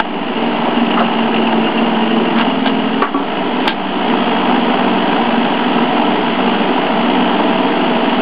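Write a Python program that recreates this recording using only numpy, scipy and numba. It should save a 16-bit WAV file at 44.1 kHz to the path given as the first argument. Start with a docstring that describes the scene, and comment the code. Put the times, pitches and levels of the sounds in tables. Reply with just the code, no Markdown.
"""A workshop full of machines, with a bobbin winder running close to a small mono camera.
The spindle whirs, the drive shaft hums and thread rasps through its guide. The frame drones until a
lever knocks over; then a latch snaps and the winding goes on, over the din and rattle of the room.
The camera's gain control ducks at the loud blows and creeps back."""
import sys
import numpy as np
from scipy import signal
from scipy.fft import rfft, irfft, next_fast_len
from scipy.io import wavfile
from scipy.ndimage import uniform_filter1d, map_coordinates
from numba import njit

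SR = 44100
rng = np.random.default_rng(int(sys.argv[2]) if len(sys.argv) > 2 else 0)


def persist_wave(psi):
    """Save psi, clipped to +-1, as 16-bit WAV."""
    counts = np.round(np.clip(psi, -1, 1) * 32767).astype(np.int16)
    wavfile.write(sys.argv[1], SR, np.atleast_2d(counts).T)


N = 362061
T = np.arange(N) / SR
SPINDLE_HZ, SHAFT_HZ = 56.33, 21.145
# cues: the spindle couples in, the load drops off, the lever goes over, the load returns
COUPLE_S, SLACK_S, LEVER_S, RELOAD_S = 2.28, 2.39, 3.03, 3.527
SHIFT_S = 0.1412  # time the load takes to shift


# EQ curve of the spindle's whirr (frequency [Hz], relative level [dB])
WHIRR_EQ = [(620, -31.5), (1050, -7.5), (1300, 1), (1400, -3.5), (1620, -1.5), (1730, -5), (1930, -3),
            (2290, -6.5), (2940, -1), (3380, -9.5), (3940, -24), (4470, -24), (4830, -29), (6280, -56.5),
            (10600, -120)]
# steady tones of the spindle and its bearing (frequency [Hz], relative level [dB])
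WHINE_TONES = [(732.3, -29), (1577, -38.5), (2550, -45), (2647.3, -41), (2929, -39), (2985.5, -43),
               (3042, -40.5), (3267.3, -35), (3323.6, -38.5), (3380, -49), (3436.4, -49), (3553, -50),
               (3661.6, -51), (4214, -58), (4550, -58), (4608, -55)]

def spindle():
    """Dense bearing ticks blur into a whirr that swells with each turn; the races whine on top."""
    turn = 2 * np.pi * SPINDLE_HZ * T + 0.26 * walk(1.8)
    shaft = 2 * np.pi * shaft_turns()
    load = 1 + .21 * np.cos(turn) + .1 * np.cos(6 * turn) + .07 * np.cos(7 * turn)
    load += .09 * np.cos(shaft) + .08 * np.cos(2 * shaft)
    ticks = repeat(rng.standard_normal(N), SPINDLE_HZ, share=0.16, fade_hz=20000)
    whirr = colour(ticks * load * undb(0.32 * walk(400)), WHIRR_EQ)
    whine = tones(WHINE_TONES, wobble_rad=0.22, flutter_db=1.6, rate_hz=4)
    whirr_db = -22.57 - 1.5 * uncoupled()
    whine_db = -3.5 - 20.5 * uncoupled()
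    return slack_dip() * (undb(whirr_db) * whirr + undb(whine_db) * whine)


# hum of the drive shaft and its gears (pitch [multiples of shaft speed], relative level [dB])
DRIVE_PARTIALS = [(9, -26.5), (10, -38), (11, -24), (12, -24.5), (14, -24.5), (15, -39.5), (17, -37),
                  (20, -40.5), (22, -32.5), (32, -32), (37, -35), (45, -30), (47, -36), (56, -42),
                  (63, -35.5), (69, -42)]

def drive(gear_teeth=31, gear_entry_s=6.65):
    """Shaft and gears hum, locked to one uneven turning; the hum steps up at the lever."""
    turn = 2 * np.pi * shaft_turns() + 0.024 * walk(2.014)

    def partial(order):
        level = np.sqrt(2) * undb(1.2 * walk(6))
        return level * np.sin(order * turn + 0.068 * walk(7.1) + 2 * np.pi * rng.random())

    hum = sum(undb(db) * partial(order) for order, db in DRIVE_PARTIALS)
    late_gear = undb(-25.5) * ramp(gear_entry_s, 0.14) * partial(gear_teeth)
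    return undb(-1.5 - 4.5 * before_lever()) * slack_dip() * hum + late_gear


# loudest squeaks of the thread (time [s], level [dB])
THREAD_SQUEAKS = [(.765, -22), (0.857, -23.5), (0.904, -20), (1.055, -21), (1.278, -27), (1.339, -21),
                  (1.358, -19), (1.464, -21), (1.635, -20.5), (1.777, -21), (2.068, -24)]
# the guide scraping as it shifts (time [s], length [s], level [dB], centre [Hz], width [Hz])
GUIDE_SCRAPES = [(0.664, 0.031, -17.5, 740, 300), (0.959, 0.078, -14.5, 1260, 700),
                 (0.989, 0.06, -13.5, 660, 350), (1.38, 0.045, -16, 390, 120),
                 (1.557, 0.057, -18.5, 360, 110.3), (2.189, 0.038, -18, 394, 130),
                 (2.352, 0.093, -19, 1050, 935), (2.37, 0.058, -25, 2860, 804),
                 (2.658, 0.015, -19, 720, 220)]

def thread(peak_s=1.8, spread_s=1.9, slip_hz=13.65):
    """Thread rasps through its guide in quick uneven slips, with squeaks and scrapes as accents."""
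    tension = np.exp(-((T - peak_s) / spread_s) ** 2 / 2) * before_lever()
    tug = np.cos(2 * np.pi * slip_hz * T) + np.cos(2 * np.pi * SHAFT_HZ * T)  # bobbin and shaft
    slips = 1 + np.tanh(1.6 * walk(60) + 0.63 * tug - .5)  # near 0 sticking, near 2 sliding
    out = undb(-31.5) * tension * unit(band(rng.standard_normal(N), 2830, 180) * slips)
    for s, db in THREAD_SQUEAKS:
        add(out, s, undb(db) * rub(length_s=0.017, hz=2780, width_hz=440))
    for s, length_s, db, hz, width_hz in GUIDE_SCRAPES:
        add(out, s, undb(db) * rub(length_s, hz, width_hz))
    return out


# frame tones that come and go as the load shifts
# (pitch [multiples of shaft speed], level [dB], start [s], end [s])
PASSING_TONES = [(14, -24.5, 0, .95), (16, -29, 1.4, 2.4), (9, -31, 2.05, 2.98), (13, -18.5, 2.44, 2.98)]

def frame_drone(main_order=11, throb_hz=5.13, throb_peak_s=1.02, fade_s=.058):
    """The shaft sets the frame droning: one tone swells, throbs and cuts at the lever; others drift by."""
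    turn = 2 * np.pi * shaft_turns()
    throb_depth = .5 * (1 - ramp(SLACK_S, SHIFT_S))
    throb = 1 + throb_depth * np.cos(2 * np.pi * throb_hz * (T - throb_peak_s))
    swell = undb(-25.5 + 4.5 * ramp(0, 0.55))
    gate = 1 - ramp(LEVER_S - .03, .03)
    drone = np.sin(main_order * turn + 0.16 * walk(14)) * throb * swell * gate
    for order, db, start_s, end_s in PASSING_TONES:
        tone = np.sin(order * turn + 0.085 * walk(9)) * undb(db + 1.7 * walk(20))
        drone += tone * (ramp(start_s, fade_s) - ramp(end_s, fade_s))
    return np.sqrt(2) * drone


# ring of the lever (frequency [Hz], relative level [dB], t60 [s])
LEVER_MODES = [(290, -5, .1), (405, 7, .05), (673, -9, .2), (958, -12, .2), (1136, .5, .135),
               (1355, -6, .17), (1640, -14, .2), (2094, -13, .17), (2363, -5, .09), (2660, -2, .04)]
# knocks of the lever (time [s], level [dB], brightness [Hz], ring length [multiples of t60])
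LEVER_HITS = [(3.021, -2, 1700, 1.4), (3.032, -11.5, 2400, 1.3)]
# ring of the frame where the lever lands (frequency [Hz], relative level [dB], t60 [s])
FRAME_MODES = [(275, 0, .22), (393, -5, .11), (880, -7, .03), (1136, -3.5, .19), (1351, -13, .16)]
# landings on the frame (time [s], level [dB], brightness [Hz], ring length [multiples of t60])
FRAME_HITS = [(3.144, -6, 1400, 1.15), (3.199, -12.5, 1100, 1)]

def lever():
    """The lever knocks over, then lands on the frame with two duller bumps."""
    knock = blows(LEVER_HITS, LEVER_MODES, clatter_db=2.5, clatter_t60=.16, clatter_hz=1100, width_hz=1600)
    landing = blows(FRAME_HITS, FRAME_MODES, clatter_db=-6, clatter_t60=.09, clatter_hz=800, width_hz=900)
    return knock + landing


# ring of the latch (frequency [Hz], relative level [dB], t60 [s])
LATCH_MODES = [(328, -4, .12), (690, -2, .14), (877, 6, .1), (1270, -4, .08), (1600, 4, .09),
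               (2401, -5, .06), (2762, -4, .12), (2975, 2, .12), (3120, 0, .08), (3260, 4, .1),
               (3440, 1, .08), (3700, -1, .07), (4414, -3, .12)]
# snaps and clicks that ring with the latch's modes (time [s], level [dB], brightness [Hz], ring length
# [multiples of t60])
SNAP_HITS = [(0.0, -1.5, 1500, .45), (1.529, -14, 1400, .18), (2.386, -17, 4000, .6),
             (2.41, -18.5, 3500, .5), (2.659, -14.5, 4000, .6), (2.672, -15, 4500, .6),
             (3.672, -13, 700, .3), (3.678, -4.5, 6000, .22), (3.68, -2.5, 6000, .18),
             (3.687, -8, 6000, .8), (3.693, -9.5, 6000, .8), (3.702, -12, 4000, .8),
             (3.725, -18, 6000, .5)]

def latch():
    """Bright clicks come here and there, then the latch snaps in a tight, bright cluster of hits."""
    return blows(SNAP_HITS, LATCH_MODES, clatter_db=2, clatter_t60=0.18, clatter_hz=2000, width_hz=7000)


# surges of the rattle (time [s], length [s], boost [dB])
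RATTLE_SURGES = [(4.252, .04, 8), (4.513, 0.086, 8), (4.76, 0.078, 12.5), (5.143, 0.043, 10.5),
                 (5.8, .07, 6.5), (6.478, 0.037, 11), (7.405, .035, 10)]

def rattle(contacts_per_s=420, decay_s=0.003):
    """Loose parts chatter: tiny contacts, thickest once a turn of spindle and shaft, at times surging."""
    spindle_shake = 1 + .6 * np.cos(2 * np.pi * SPINDLE_HZ * T)
    shaft_shake = 1 + .4 * np.cos(2 * np.pi * shaft_turns())
    touches = rng.random(N) < contacts_per_s * spindle_shake * shaft_shake / SR
    contacts = touches * undb(rng.standard_normal(N))
    envelope = signal.lfilter([1], [1, -np.exp(-1 / (decay_s * SR))], contacts)
    surge_db = sum(db * np.exp(-(2 * (T - s) / length) ** 2) for s, length, db in RATTLE_SURGES)
    return band(rng.standard_normal(N) * envelope, 800, 470) * undb(surge_db)


# EQ curve of the workshop's din (frequency [Hz], relative level [dB])
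DIN_EQ = [(79, -52), (135, -28.5), (155, -14), (177, -15), (243, -2), (301, -7.5), (324, -10), (352, -8),
          (457, -7.5), (510, -17), (545, -18.5), (575, -12), (651, -10), (749, -8.5), (963, -10),
          (1050, -15.5), (1250, -26), (1620, -42.5), (2750, -120)]

def workshop():
    """The machinery bed: din half looping with the shaft, rattle, the housing's hollow boom, rumble."""
    looping = repeat(rng.standard_normal(N), SHAFT_HZ, share=0.64, fade_hz=900)
    turning = map_coordinates(looping, [shaft_turns() / SHAFT_HZ * SR], mode="mirror")  # sags with the shaft
    din = undb(-15.51) * colour(turning, DIN_EQ)
    boom = undb(-28.51) * ramp(LEVER_S, SHIFT_S) * band(rng.standard_normal(N), 245, 110)
    rumble = band(rng.standard_normal(N), 60, 110) * undb(-55.5 + 2.2 * walk(13))
    machinery = din + undb(-26.01) * rattle() + boom
    return undb(-1 * uncoupled()) * slack_dip() * machinery + rumble


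def shaft_turns(sag_hz=.68):
    """Turns made by the shaft: it slows under the growing load and recovers once the lever is over."""
    sag = ramp(start_s=.7, rise_s=.9) * before_lever()
    return np.cumsum(SHAFT_HZ - sag_hz * sag) / SR


def uncoupled():
    """Fades from 1 to 0 as the spindle couples in."""
    return 1 - ramp(COUPLE_S, 0.18)


def before_lever():
    """Fades from 1 to 0 as the lever goes over."""
    return 1 - ramp(LEVER_S, SHIFT_S)


def slack_dip(depth_db=-3):
    """Gain that dips while the load is off."""
    return undb(depth_db * (ramp(SLACK_S, SHIFT_S) - ramp(RELOAD_S, SHIFT_S)))


def blows(hits, modes, clatter_db, clatter_t60, clatter_hz, width_hz):
    """Each blow rings the part's modes and makes the linkage clatter; a soft contact loses the treble."""
    out, t = np.zeros(N), T[:SR // 2]
    for s, db, bright_hz, ring in hits:
        fade = -np.log(1000) * t / ring
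        body = 0
        for hz, mode_db, t60 in modes:
            detuned_hz = hz * rng.normal(1, 0.0016)  # a loose part never rings quite the same
            body += undb(mode_db) * np.exp(fade / t60) * np.sin(2 * np.pi * (detuned_hz * t + rng.random()))
        noise = band(rng.standard_normal(len(t)), clatter_hz, width_hz)
        clatter = undb(clatter_db) * np.exp(fade / clatter_t60) * noise
        hit = signal.sosfilt(signal.butter(2, bright_hz, fs=SR, output="sos"), body + clatter)
        add(out, s, undb(db) * hit / np.std(hit[:SR // 100]))  # level set on the first 10 ms
    return out


def rub(length_s, hz, width_hz):
    """A short rub on a resonance, with soft ends."""
    noise = band(rng.standard_normal(N // 40), hz, width_hz)[:int(length_s * SR)]
    return unit(noise) * signal.windows.tukey(len(noise), .5)


def tones(partials, wobble_rad, flutter_db, rate_hz):
    """Steady partials whose phase and level wander."""
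    return sum(np.sqrt(2) * undb(db + flutter_db * walk(rate_hz))
               * np.sin(2 * np.pi * (hz * T + rng.random()) + wobble_rad * walk(rate_hz))
               for hz, db in partials)


def repeat(x, turn_hz, share, fade_hz):
    """Feedback comb: a share of each turn's clatter comes back on the next, less so in the treble."""
    return shape(x, lambda f: 1 / np.abs(1 - share * np.exp(-f / fade_hz - 2j * np.pi * f / turn_hz)))


def colour(x, curve):
    """EQ a sound along a curve of (frequency [Hz], level [dB]) points, at rms 1."""
    hz, db = np.transpose(curve)
    return unit(shape(x, lambda f: undb(np.interp(np.log(f), np.log(hz), db))))


def band(x, hz, width_hz):
    """A resonance applied twice, at rms 1."""
    return unit(shape(x, lambda f: 1 / (1 + ((f * f - hz * hz) / (f * width_hz)) ** 2)))


def shape(x, gain):
    """Filter by a gain given as a function of frequency."""
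    size = next_fast_len(len(x))
    hz = np.maximum(np.arange(size // 2 + 1) * SR / size, 1)
    return irfft(rfft(x, size) * gain(hz), size)[:len(x)]


def walk(rate_hz):
    """Smooth random drift with a spread of about 1."""
    knots = rng.standard_normal(N // 100)
    return 1.1 * map_coordinates(knots, [T * rate_hz], order=2, mode="wrap")


def ramp(start_s, rise_s):
    """Linear fade from 0 to 1."""
    return np.clip((T - start_s) / rise_s, 0, 1)


def add(out, s, sound):
    """Mix a sound in at time s."""
    start = int(s * SR)
    out[start:start + len(sound)] += sound[:N - start]


def undb(db):
    """Decibels to gain."""
    return 10 ** (np.asarray(db) / 20)


def unit(x):
    """Scale to rms 1."""
    return x / np.sqrt(np.mean(x ** 2))


def scene():
    """Winder and workshop in mono; the drive hum takes over from the drone at the lever."""
    running = workshop() + drive() + spindle()
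    small_parts = lever() + latch() + thread()
    # the small parts radiate little bass or top, so the knocks, snaps and scrapes sound thin and dull
    radiation_band = signal.butter(4, [190, 3600], "bandpass", fs=SR, output="sos")
    return (running + signal.sosfilt(radiation_band, small_parts) + frame_drone())[None]


@njit
def duck(over_db, attack, recover):
    """Gain reduction in dB: follows any excess quickly, then recovers at a steady pace."""
    cut, out = 0., np.empty(len(over_db))
    for i in range(len(over_db)):
        if over_db[i] > cut:
            cut += attack * (over_db[i] - cut)
        else:
            cut = max(cut - recover, 0.)
        out[i] = cut
    return out


def record(dry, ceiling_db=-8.5, attack_s=0.0027, recover_db_per_s=17, top_hz=5000, dc_offset=.0377):
    """Gain control that thumps faintly as it ducks, then a narrow-band converter and a clipping output."""
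    x = dry[0]
    level_db = 10 * np.log10(np.maximum(uniform_filter1d(x ** 2, SR // 200), 1e-12))
    gain = undb(-duck(level_db - ceiling_db, 1 / (attack_s * SR), recover_db_per_s / SR))
    thump = undb(-17) * signal.sosfilt(signal.butter(2, 45, "highpass", fs=SR, output="sos"), gain - 1)
    converter_lowpass = signal.ellip(10, .2, 80, top_hz, fs=SR, output="sos")
    output_lowpass = signal.ellip(8, .2, 70, 15800, fs=SR, output="sos")
    x = signal.sosfilt(converter_lowpass, np.clip(x * gain + thump, -.82, .82))
    x = signal.sosfilt(output_lowpass, np.clip(x, -.96, .96))
    return x[None] + dc_offset


dry = scene()
out = record(dry)
persist_wave(out)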